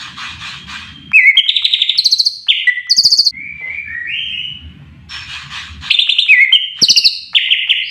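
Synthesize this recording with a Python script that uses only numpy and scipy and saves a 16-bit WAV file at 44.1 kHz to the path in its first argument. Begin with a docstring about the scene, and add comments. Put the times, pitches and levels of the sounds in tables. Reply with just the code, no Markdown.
"""A caged songbird sings close by in a hard-walled room: whistles, chips and falling trills, built from
nearly pure gliding tones with overtones, breath and a reverberant tail. Tongue ticks, air puffs and thuds go with it.
Farther off, rasping calls (fluttering noise) and blurred whistles of another bird sound over a wavering low hum.
Thin tones, soft rustles and dull knocks are fainter still. Gain control ducks the hum under the song,
a limiter catches the loudest notes, and a cut with short fades joins two shots."""
import sys
import numpy as np
from scipy import signal
from scipy.io import wavfile
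from scipy.ndimage import uniform_filter1d, minimum_filter1d

SR = 44100
rng = np.random.default_rng(int(sys.argv[2]) if len(sys.argv) > 2 else 0)


def unload_wav(signal):
    """Save mono or channel-first audio to the path in sys.argv[1] as 16-bit WAV at rate SR, clipped to [-1, 1]."""
    wavfile.write(
        sys.argv[1],
        SR,
        np.round(np.clip(np.atleast_2d(signal).T, -1, 1) * 32767).astype(np.int16),
    )


N = 348390
CUT_S = 3.311  # the cut between the two shots

# falling trill notes: (time [s], length [s], high pitch [Hz], low pitch [Hz], level [dB])
FALL_NOTES = [(1.976, 0.027, 5600, 3960, 9.5), (2.045, 0.03, 6600, 3897, 10.7),
              (2.112, 0.032, 6500, 3910, 10.3), (2.185, 0.03, 6700, 3908, 8.3),
              (2.252, 0.028, 6600, 4088, 6.5), (2.896, 0.036, 6300, 4287, 8.6),
              (2.965, 0.045, 6777, 4353, 11.55), (3.035, 0.042, 7094, 4283, 13),
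              (3.104, 0.042, 6800, 4257, 10.5), (3.173, 0.04, 6800, 4290, 10.9),
              (3.248, 0.038, 6700, 4055, 7.9)]
# sliding notes: (time [s], length [s], high pitch [Hz], low pitch [Hz], level [dB])
SLIDE_NOTES = [(6.814, 0.04, 5776, 3676, 8.9), (6.891, 0.029, 6134, 3675, 12.4),
               (6.965, 0.025, 5790, 3960, 12.2), (7.041, 0.04, 5480, 3682, 10.9)]


def amp(db):
    """Turns dB into gain."""
    return 10 ** (np.asarray(db) / 20)


def evened(x):
    """Scales to rms 1."""
    return x / np.sqrt(np.mean(x ** 2) + 1e-20)


def smoothed_noise(length, size):
    """Slow random drift: white noise averaged twice over size samples, at rms 1."""
    white = rng.standard_normal(length)
    return evened(uniform_filter1d(uniform_filter1d(white, size=size), size=size))


def read(points, hz):
    """Reads a spectrum on a log-frequency axis."""
    f, value = np.transpose(points)
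    return np.interp(np.log(hz + 1), np.log(f + 1), value)


def peaks(modes, hz):
    """Resonances as bumps in dB, each falling to half its dB at half its width from the centre."""
    return sum(db / (1 + (2 * (hz - f) / width) ** 2) for f, width, db in modes)


def envelope(times, levels_db):
    """Gain over the whole scene, silent outside the given times."""
    return amp(np.interp(np.arange(N) / SR, times, levels_db, left=-150, right=-150))


def add(mix, s, sound):
    """Mixes a sound in at time s."""
    part = mix[round(s * SR):][:len(sound)]
    part += sound[:len(part)]


def noise(colour_db, patchy_db):
    """Coloured noise from random 512-sample spectra whose level drifts in patches of time and pitch."""
    a, b, patches = rng.standard_normal((N // 128 + 5, 257, 3)).T
    patches = uniform_filter1d(patches, size=5, axis=0)
    patches = evened(uniform_filter1d(patches, size=14, axis=1))
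    z = (a + 1j * b) * amp(colour_db[:, None] + patchy_db * patches)
    return evened(signal.istft(z, nperseg=512, noverlap=384)[1][:N])


def bursts(events, low_hz, high_hz, rise, decay):
    """Short bursts of band noise with set peaks; rise and decay are time constants in seconds."""
    out, t = np.zeros(N), np.arange(7000) / SR
    band = signal.butter(2, [low_hz, high_hz], "band", fs=SR, output="sos")
    for s, db in events:
        swell = (1 - np.exp(-t / rise)) * np.exp(-t / decay)
        burst = signal.sosfilt(band, rng.standard_normal(len(t)) * swell)
        add(out, s, amp(db) * burst / abs(burst).max())
    return out


def whistle(hz, db, overtones_db, breath_db, size):
    """A nearly pure syrinx tone; uneven overtones fade less than the tone; breath noise sits just under it."""
    # (multiple of the pitch, level at full effort before the note's brightness [dB])
    overtones = [(2, -43), (3, -55), (4, -61), (5, -63.5)]
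    # beak resonance, lifts the overtones that cross it: (centre [Hz], width [Hz], lift [dB])
    beak = [(7700, 880, 9.5)]
    turn = 2 * np.pi * (np.cumsum(uniform_filter1d(hz, size=60)) / SR + rng.random())
    uneven = 1 + .4 * evened(uniform_filter1d(rng.standard_normal(len(hz)), size=300))
    upper = 0
    for k, d in overtones:
        audible = k * hz < SR / 2  # nothing above half the sample rate
        upper = upper + amp(d + peaks(beak, k * hz)) * np.sin(round(k) * turn) * audible
    breath = np.sin(.84 * turn) * smoothed_noise(len(hz), size)
    overtone_gain = amp(overtones_db - 0.56 * (db - db.max()))
    tone = np.sin(turn) + overtone_gain * uneven * upper + amp(breath_db) * breath
    soft_ends = signal.windows.tukey(len(hz), min(1, 200 / len(hz)))
    return amp(db) * tone * soft_ends


def hum():
    """Lumpy low rumble in narrow bands with a faint hiss above it, its level wavering."""
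    # spectrum: (frequency [Hz], relative level [dB])
    hum_colour = [(20, -55.5), (45, -36.5), (65, -8.5), (100, -12), (200, -10), (290, -13), (490, -36),
                  (800, -34.5), (1600, -29.5), (2800, -29), (5000, -50), (15000, -68)]
    # narrow humming bands: (centre [Hz], width [Hz], lift [dB])
    hum_bands = [(78.4, 16, 14), (144, 72, 11), (196, 2.8, 8)]
    # (time [s], level [dB])
    hum_level = [(0, -35), (1.102, -34.5), (3.5, -41), (4.3, -30.5), (5.202, -37.5), (5.8, -34.5),
                 (6.399, -44.5), (6.898, -28), (7.9, -37.5)]
    a, b, sway = rng.standard_normal((N // 2048 + 5, 4097, 3)).T
    sway = uniform_filter1d(sway, size=12, axis=0)
    sway = evened(uniform_filter1d(sway, size=2, axis=1))
    hz = np.fft.rfftfreq(8192, 1 / SR)
    colour_db = read(hum_colour, hz) + peaks(hum_bands, hz)
    z = (a + 1j * b) * amp(colour_db[:, None] + 4.2 * sway)
    rumble = evened(signal.istft(z, nperseg=8192, noverlap=6144)[1][:N])
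    return envelope(*np.transpose(hum_level)) * rumble


def rustles():
    """Soft rustles: dull noise that swells and sinks."""
    # (time [s], rise [s], fall [s], level at the top [dB], both ends relative to the top [dB])
    rustle_events = [(3.45, 0.29, 0.22, -39, -24.5), (6.745, 0.044, 0.24, -15, -19.5)]
    # spectrum: (frequency [Hz], relative level [dB])
    rustle_colour = [(400, -31), (900, -11), (1500, -7.5), (3000, 4), (5000, -18.5), (8000, -25.5),
                     (15000, -72)]
    swells = sum(envelope([s, s + rise, s + rise + fall], [db + ends_db, db, db + ends_db])
                 for s, rise, fall, db, ends_db in rustle_events)
    return swells * noise(read(rustle_colour, np.fft.rfftfreq(512, 1 / SR)), patchy_db=-1.5)


def knocks():
    """Dull soft knocks: slow-swelling bursts of low-mid noise."""
    # (time [s], peak [dB])
    bumps = [(3.605, -34.5), (3.65, -28.5), (3.7, -34), (4.79, -43.5)]
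    return bursts(bumps, 380, 1000, rise=0.0073, decay=0.039)


def rasps():
    """Harsh calls: turbulent noise through throat resonances, chopped by uneven flutter near 100 a second."""
    # (time [s], swell [s], level at the top [dB])
    rasp_calls = [(-.06, 0.077, -23.5), (0.163, 0.075, -20.5), (0.391, 0.082, -21.5), (.668, 0.082, -22),
                  (5.088, 0.06, -22.5), (5.274, 0.067, -21.5), (5.501, 0.065, -19.5), (5.809, 0.095, -21)]
    # spectrum: (frequency [Hz], relative level [dB])
    rasp_colour = [(290, -25), (500, -26.5), (694, -19), (1130, 2.5), (1320, -5), (1700, -0.5),
                   (2230, -10.5), (2430, -3), (3610, 0.5), (5160, -14), (8730, -26.5), (10800, -48),
                   (15000, -42)]
    # throat resonances: (centre [Hz], width [Hz], lift [dB])
    throat = [(1172, 120, 3.5), (1598, 120, 4.5), (2351.7, 36, 19.5), (3150, 250, 0.5), (6740, 690, 6)]
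    onset_s, onset_db, swell_db = 0.023, -19, -6  # a quick onset, then a slower swell to the top
    fade_db_per_s = 112.5
    hz = np.fft.rfftfreq(512, 1 / SR)
    flutter_band = signal.butter(1, [50, 200], "band", fs=SR, output="sos")
    flutter = evened(signal.sosfilt(flutter_band, rng.standard_normal(N)))
    colour_db = read(rasp_colour, hz) + peaks(throat, hz)
    steps_db = np.array([onset_db, swell_db, 0, -fade_db_per_s])
    calls = sum(envelope([s, s + onset_s, s + swell, s + swell + 1], db + steps_db)
                for s, swell, db in rasp_calls)
    return calls * evened(noise(colour_db, patchy_db=2.5) * amp(0.85 * flutter))


def far_bird():
    """Unsteady, breathy whistles that climb, level off and sag, plus thin gliding tones, all dulled."""
    # rising whistles: (time [s], length [s], low pitch [Hz], high pitch [Hz],
    # mid-climb [share of length], spread of the climb [share of length], level at the loudest [dB])
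    far_whistles = [(3.313, 0.26, 2083, 2385, 0.18, 0.085, -21.5),
                    (3.598, 0.28, 2037, 2384, 0.29, 0.068, -14),
                    (3.852, 0.24, 1642, 1908, 0.12, 0.086, -11.5), (4.047, .22, 1889, 3313, .22, .15, -5.5),
                    (4.278, 0.17, 2591, 3090, .33, 0.099, -8), (7.82, .13, 4048, 4810, 0.14, 0.083, -7)]
    # faint thin tones: (time [s], length [s], start pitch [Hz], end pitch [Hz], start [dB], end [dB])
    thin_tones = [(0, 1.2, 3290, 3174, -38.5, -36), (5.093, 0.13, 5350, 5370, -14.5, -59)]
    loudest, start_db, end_db = 0.33, -9.5, -11  # share of the length; ends relative to the loudest
    sag = 0.41  # share of the pitch range
    far_waver, thin_waver = .02, .01  # rms share of the pitch
    out = np.zeros(N)
    notes = []
    for s, length, low_hz, high_hz, middle, spread, db in far_whistles:
        u = np.arange(0, 1, 1 / (length * SR))
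        swell_db = np.interp(u, [0, loudest, 1], [start_db, 0, end_db])
        height = 1 / (1 + np.exp((middle - u) / spread)) - sag * u ** 4
        notes.append((s, low_hz + (high_hz - low_hz) * height, db + swell_db, far_waver))
    for s, length, start_hz, end_hz, first_db, last_db in thin_tones:
        u = np.arange(0, 1, 1 / (length * SR))
        glide_hz = start_hz + (end_hz - start_hz) * u
        notes.append((s, glide_hz, first_db + (last_db - first_db) * u, thin_waver))
    for s, hz, db, unsteady in notes:
        hz = hz * (1 + unsteady * smoothed_noise(len(hz), 300))
        add(out, s, whistle(hz, db, overtones_db=5., breath_db=-19., size=60))
    dull = signal.butter(2, 8000., fs=SR, output="sos")
    return signal.sosfilt(dull, out)


def thuds():
    """Low thuds, the perch shaken: abrupt bursts of bass noise."""
    # (time [s], peak [dB])
    perch_thuds = [(6.822, 11), (6.9, 6)]
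    return bursts(perch_thuds, 104, 282, rise=0.00037, decay=0.0092)


def puffs():
    """Falling and sliding notes blow air on the microphone: low bursts that grow steeply with note level."""
    lag_s, slope = 0.0086, 5  # slope in dB of puff per dB of note
    middling_db, middling_puff_db = 12.5, -1
    events = [(s + lag_s, middling_puff_db + slope * (db - middling_db))
              for s, *_, db in FALL_NOTES + SLIDE_NOTES]
    return bursts(events, 65.3, 350, rise=0.0026, decay=0.012)


def tongue_ticks():
    """Tongue ticks just before notes: millisecond bursts of mid-range noise."""
    # (time [s], peak before placing in the room [dB])
    ticks = [(1.117, -17), (1.357, -8), (1.462, -12.5), (1.622, -13.5), (1.708, -19.5), (1.791, -16),
             (1.953, -18), (2.468, -18.5), (2.476, -15.5), (2.646, -21.5), (2.87, -17.5), (6.073, -10),
             (6.169, -22), (6.264, -13.5), (6.52, -3), (6.79, -11.5), (7.332, -7), (7.341, -7.5),
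             (7.49, -15.5), (7.675, -14), (7.685, -22)]
    return bursts(ticks, 890, 2000, rise=0.0001, decay=0.0011)


def song():
    """The close bird: each note stretches its shape to its own pitch range; each shape has its room send."""
    # note shapes: (time [share of the note length], pitch [0 low to 1 high], effort [dB])
    slur = [(0, .6, -18.5), (.06, 1, -7), (.2, 1, 4.5), (.3, .55, 3.5), (.42, .1, -7), (.63, 0, -4),
            (.79, .42, -2), (.92, .4, -2.5), (1.02, 0.15, -9)]
    arch = [(0, .2, -16.5), (.2, .8, 1.5), (.4, 1, 2.5), (.65, 1, 1), (1, 0, -0.5), (1.12, -0.17, -1.5)]
    chip = [(0, .6, -20), (.15, .86, -7.5), (.3, 0.91, -13), (.42, .88, 6.5), (.54, .65, 1.5),
            (.7, .35, -12), (1, 0.034, -20), (1.12, 0.17, -8.5)]
    chew = [(0, .44, -12.5), (.2, .85, 2), (.33, 0.99, -7), (.48, .76, 6.5), (.62, .56, 3.5),
            (.72, .42, -5), (1, 0.07, -7.5), (1.12, -.1, -26)]
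    fall = [(0, 0.95, -6.5), (.1, .88, -12.5), (.29, .5, -8.5), (.38, .36, -0.5), (.6, .16, 6),
            (.85, 0.051, -1), (1, 0, -10.5), (1.15, 0.23, -42)]
    slide = [(0, 0.93, -16), (.2, 0.96, -0.5), (.6, .4, 10.5), (1, 0, -5.5), (1.12, 0.35, -42)]
    hook = [(0, 0.076, 3.5), (.2, .6, 8.5), (.32, .88, -5.5), (.45, 0.96, -9.5), (.6, .9, -10.5),
            (.75, 0.79, -12.5), (.87, .7, 3.5), (1, 0.72, 1), (1.1, 0.28, -25)]
    rise_shape = [(0, 0, -10.5), (.5, .6, -3), (1, 1, -10)]
    # notes: (time [s], length [s], high pitch [Hz], low pitch [Hz], level before effort [dB])
    slurs = [(1.132, 0.18, 2585, 1985, 16), (6.282, 0.168, 2557, 1954, 16.5)]
    arches = [(1.368, 0.027, 3258, 3000, 17.3), (6.522, 0.039, 3165, 2890, 18.2),
              (6.883, 0.013, 3018, 2750.0, 10), (6.961, 0.0082, 2830, 2830, 14.1),
              (7.039, 0.011, 2680, 2610, 3.2)]
    pipes = [(2.669, 0.028, 1964, 1985, 11.7)]
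    chips = [(1.481, 0.027, 4150, 2045, 13.2), (1.555, 0.027, 4150, 2106, 9.2),
             (1.643, 0.023, 4300, 2014, 14.3), (1.726, 0.027, 4150, 2000, 14),
             (1.808, 0.028, 4050, 1993, 11), (1.886, 0.023, 4100, 2117, 9.4)]
    chews = [(2.483, 0.044, 3728, 2043, 10), (7.347, 0.042, 3786, 1842, 11),
             (7.504, 0.041, 3514, 1897, 9.5), (7.692, 0.039, 3573, 1893, 8.9)]
    hooks = [(5.906, 0.045, 4440, 2092, 6.7), (5.987, 0.04, 4220, 2440, 9.1),
             (6.091, 0.037, 4300, 2254, 5.5), (6.184, 0.046, 4244, 2496, 7.3)]
    strokes = [(5.9, 0.012, 5330, 2510, 3)]
    # shape, notes, room send [dB], overtone brightness [dB]
    voices = (
        (slur, slurs, -10., -2.), (arch, arches, -6., -3.), (arch, pipes, -6., 7.),
        (chip, chips, -1., -3.), (chew, chews, 0., -3.), (fall, FALL_NOTES, -5., 8.),
        (slide, SLIDE_NOTES, -5., 7.), (hook, hooks, -3., 3.), (rise_shape, strokes, -9., -5.))
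    direct, send = np.zeros((2, N))
    for shape, notes, room_db, bright_db in voices:
        share, height, effort_db = np.transpose(shape)
        for s, length, high_hz, low_hz, db in notes:
            u = np.arange(0, share[-1], 1 / (length * SR))
            hz = low_hz * (high_hz / low_hz) ** np.interp(u, share, height)
            note_db = db + np.interp(u, share, effort_db)
            note = whistle(hz, note_db, overtones_db=bright_db, breath_db=-44.0, size=3)
            add(direct, s, note)
            add(send, s, amp(room_db) * note)
    return direct, send


def near_walls(x):
    """First reflections from cage and walls, of alternating sign."""
    # (delay [s], level [dB])
    reflections = [(.0023, -11.5), (.0047, -12.5), (.0081, -11.5), (.0124, -13), (.0187, -28.5),
                   (.026, -25)]
    out = x.copy()
    for k, (delay, db) in enumerate(reflections):
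        add(out, delay, (-1) ** k * amp(db) * x)
    return out


def room(x, longer):
    """Reverb of sparse taps of uneven size, each band dying at its own speed; the cut ends the tail."""
    # (frequency [Hz], time to fall 60 dB before the factor longer [s], relative level [dB])
    room_bands = [(500, 1, -26), (2070, 0.72, 8), (3499.2, 0.89, -1.5), (4500, 0.71, -1), (7650, 0.66, 1.5),
                  (15000, 0.31, 12)]
    # far walls answer late: (time [s], level [dB])
    build_up = [(0, -12.5), (.025, -4.5), (.06, -3.5), (.095, 0), (.12, -3.5), (.2, -4.5)]
    taps, cut = np.zeros(SR), round(CUT_S * SR)
    at = np.arange(300, SR - 24, 24)
    taps[at + rng.integers(0, 24, len(at))] = rng.standard_normal(len(at))
    hz, t, z = signal.stft(taps, SR, nperseg=256)
    f, t60, colour_db = np.transpose(room_bands)
    decay_db = -60 * t / (longer * np.interp(hz, f, t60)[:, None])
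    decay_db = decay_db + np.interp(t, *np.transpose(build_up))
    band_db = np.interp(hz, f, colour_db)[:, None]
    tail = signal.istft(z * amp(decay_db + band_db), SR, nperseg=256)[1]
    tail = tail / np.linalg.norm(tail)
    return np.concatenate([signal.fftconvolve(part, tail)[:len(part)] for part in (x[:cut], x[cut:])])


def scene():
    """Close bird with its room, far calls mostly as reflections or dry rasps, and the background."""
    bird, send = song()
    ticks, far, harsh = tongue_ticks(), far_bird(), rasps()
    close = amp(3.0) * near_walls(bird + ticks) + room(send + amp(-3.5) * ticks, longer=0.8)
    distant = amp(-15.5) * near_walls(far) + room(far, longer=0.6)
    distant += amp(-2.5) * harsh + amp(-5.5) * room(harsh, longer=0.1)
    air = puffs() + knocks() + thuds()
    return (close + distant + rustles() + air + hum())[None]


def gain_control(x):
    """Quick fall, slow recovery above a threshold; the bass ducks deeper."""
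    threshold_db, recovery_db_per_s = -28.0, 57.7
    duck, bass_duck = 0.47, 0.1  # dB per dB over the threshold; the bass gets both
    bass_hz = 450.
    power_db = 10 * np.log10(abs(uniform_filter1d(x ** 2, size=600)) + 1e-12)
    fall_db = np.arange(len(x)) * recovery_db_per_s / SR
    held_db = np.maximum.accumulate(power_db + fall_db) - fall_db
    over_db = uniform_filter1d(np.maximum(held_db - threshold_db, 0), size=900)
    bass = signal.sosfiltfilt(signal.butter(2, bass_hz, fs=SR, output="sos"), x)
    return (x - bass + bass / amp(bass_duck * over_db)) / amp(duck * over_db)


def limiter(x):
    """Holds peaks at full scale within a fraction of a millisecond, then rounds off what is left."""
    peak = -minimum_filter1d(-abs(x), size=24)
    held = x / uniform_filter1d(np.maximum(peak, 1), size=24)
    return held / (1 + held ** 40) ** (1 / 40)


def record(dry):
    """Gain control per shot, short fades at the cut, peak limiter, microphone tone curve, band limit."""
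    # microphone tone curve: (frequency [Hz], level [dB])
    mic_curve = [(20, -4), (11000, 1.5), (13500, 2), (16000, 0)]
    edge_hz = 15480  # top of the band
    cut = round(CUT_S * SR)
    since = (np.arange(N) - cut) / SR
    fade = np.minimum(np.maximum(since / 0.021, -since / 0.0051), 1)  # 5.1 ms out, 21 ms in
    ducked = fade * np.concatenate([gain_control(dry[0, :cut]), gain_control(dry[0, cut:])])
    limited = limiter(ducked)
    hz = np.linspace(0, SR / 2, 65)
    mic = signal.firwin2(63, hz, amp(read(mic_curve, hz)), fs=SR)
    coloured = signal.oaconvolve(limited, mic, "same")
    low_pass = signal.firwin(511, edge_hz, window=("kaiser", 9), fs=SR)
    return signal.oaconvolve(coloured, low_pass, "same")[None]


dry = scene()
out = record(dry)
unload_wav(out)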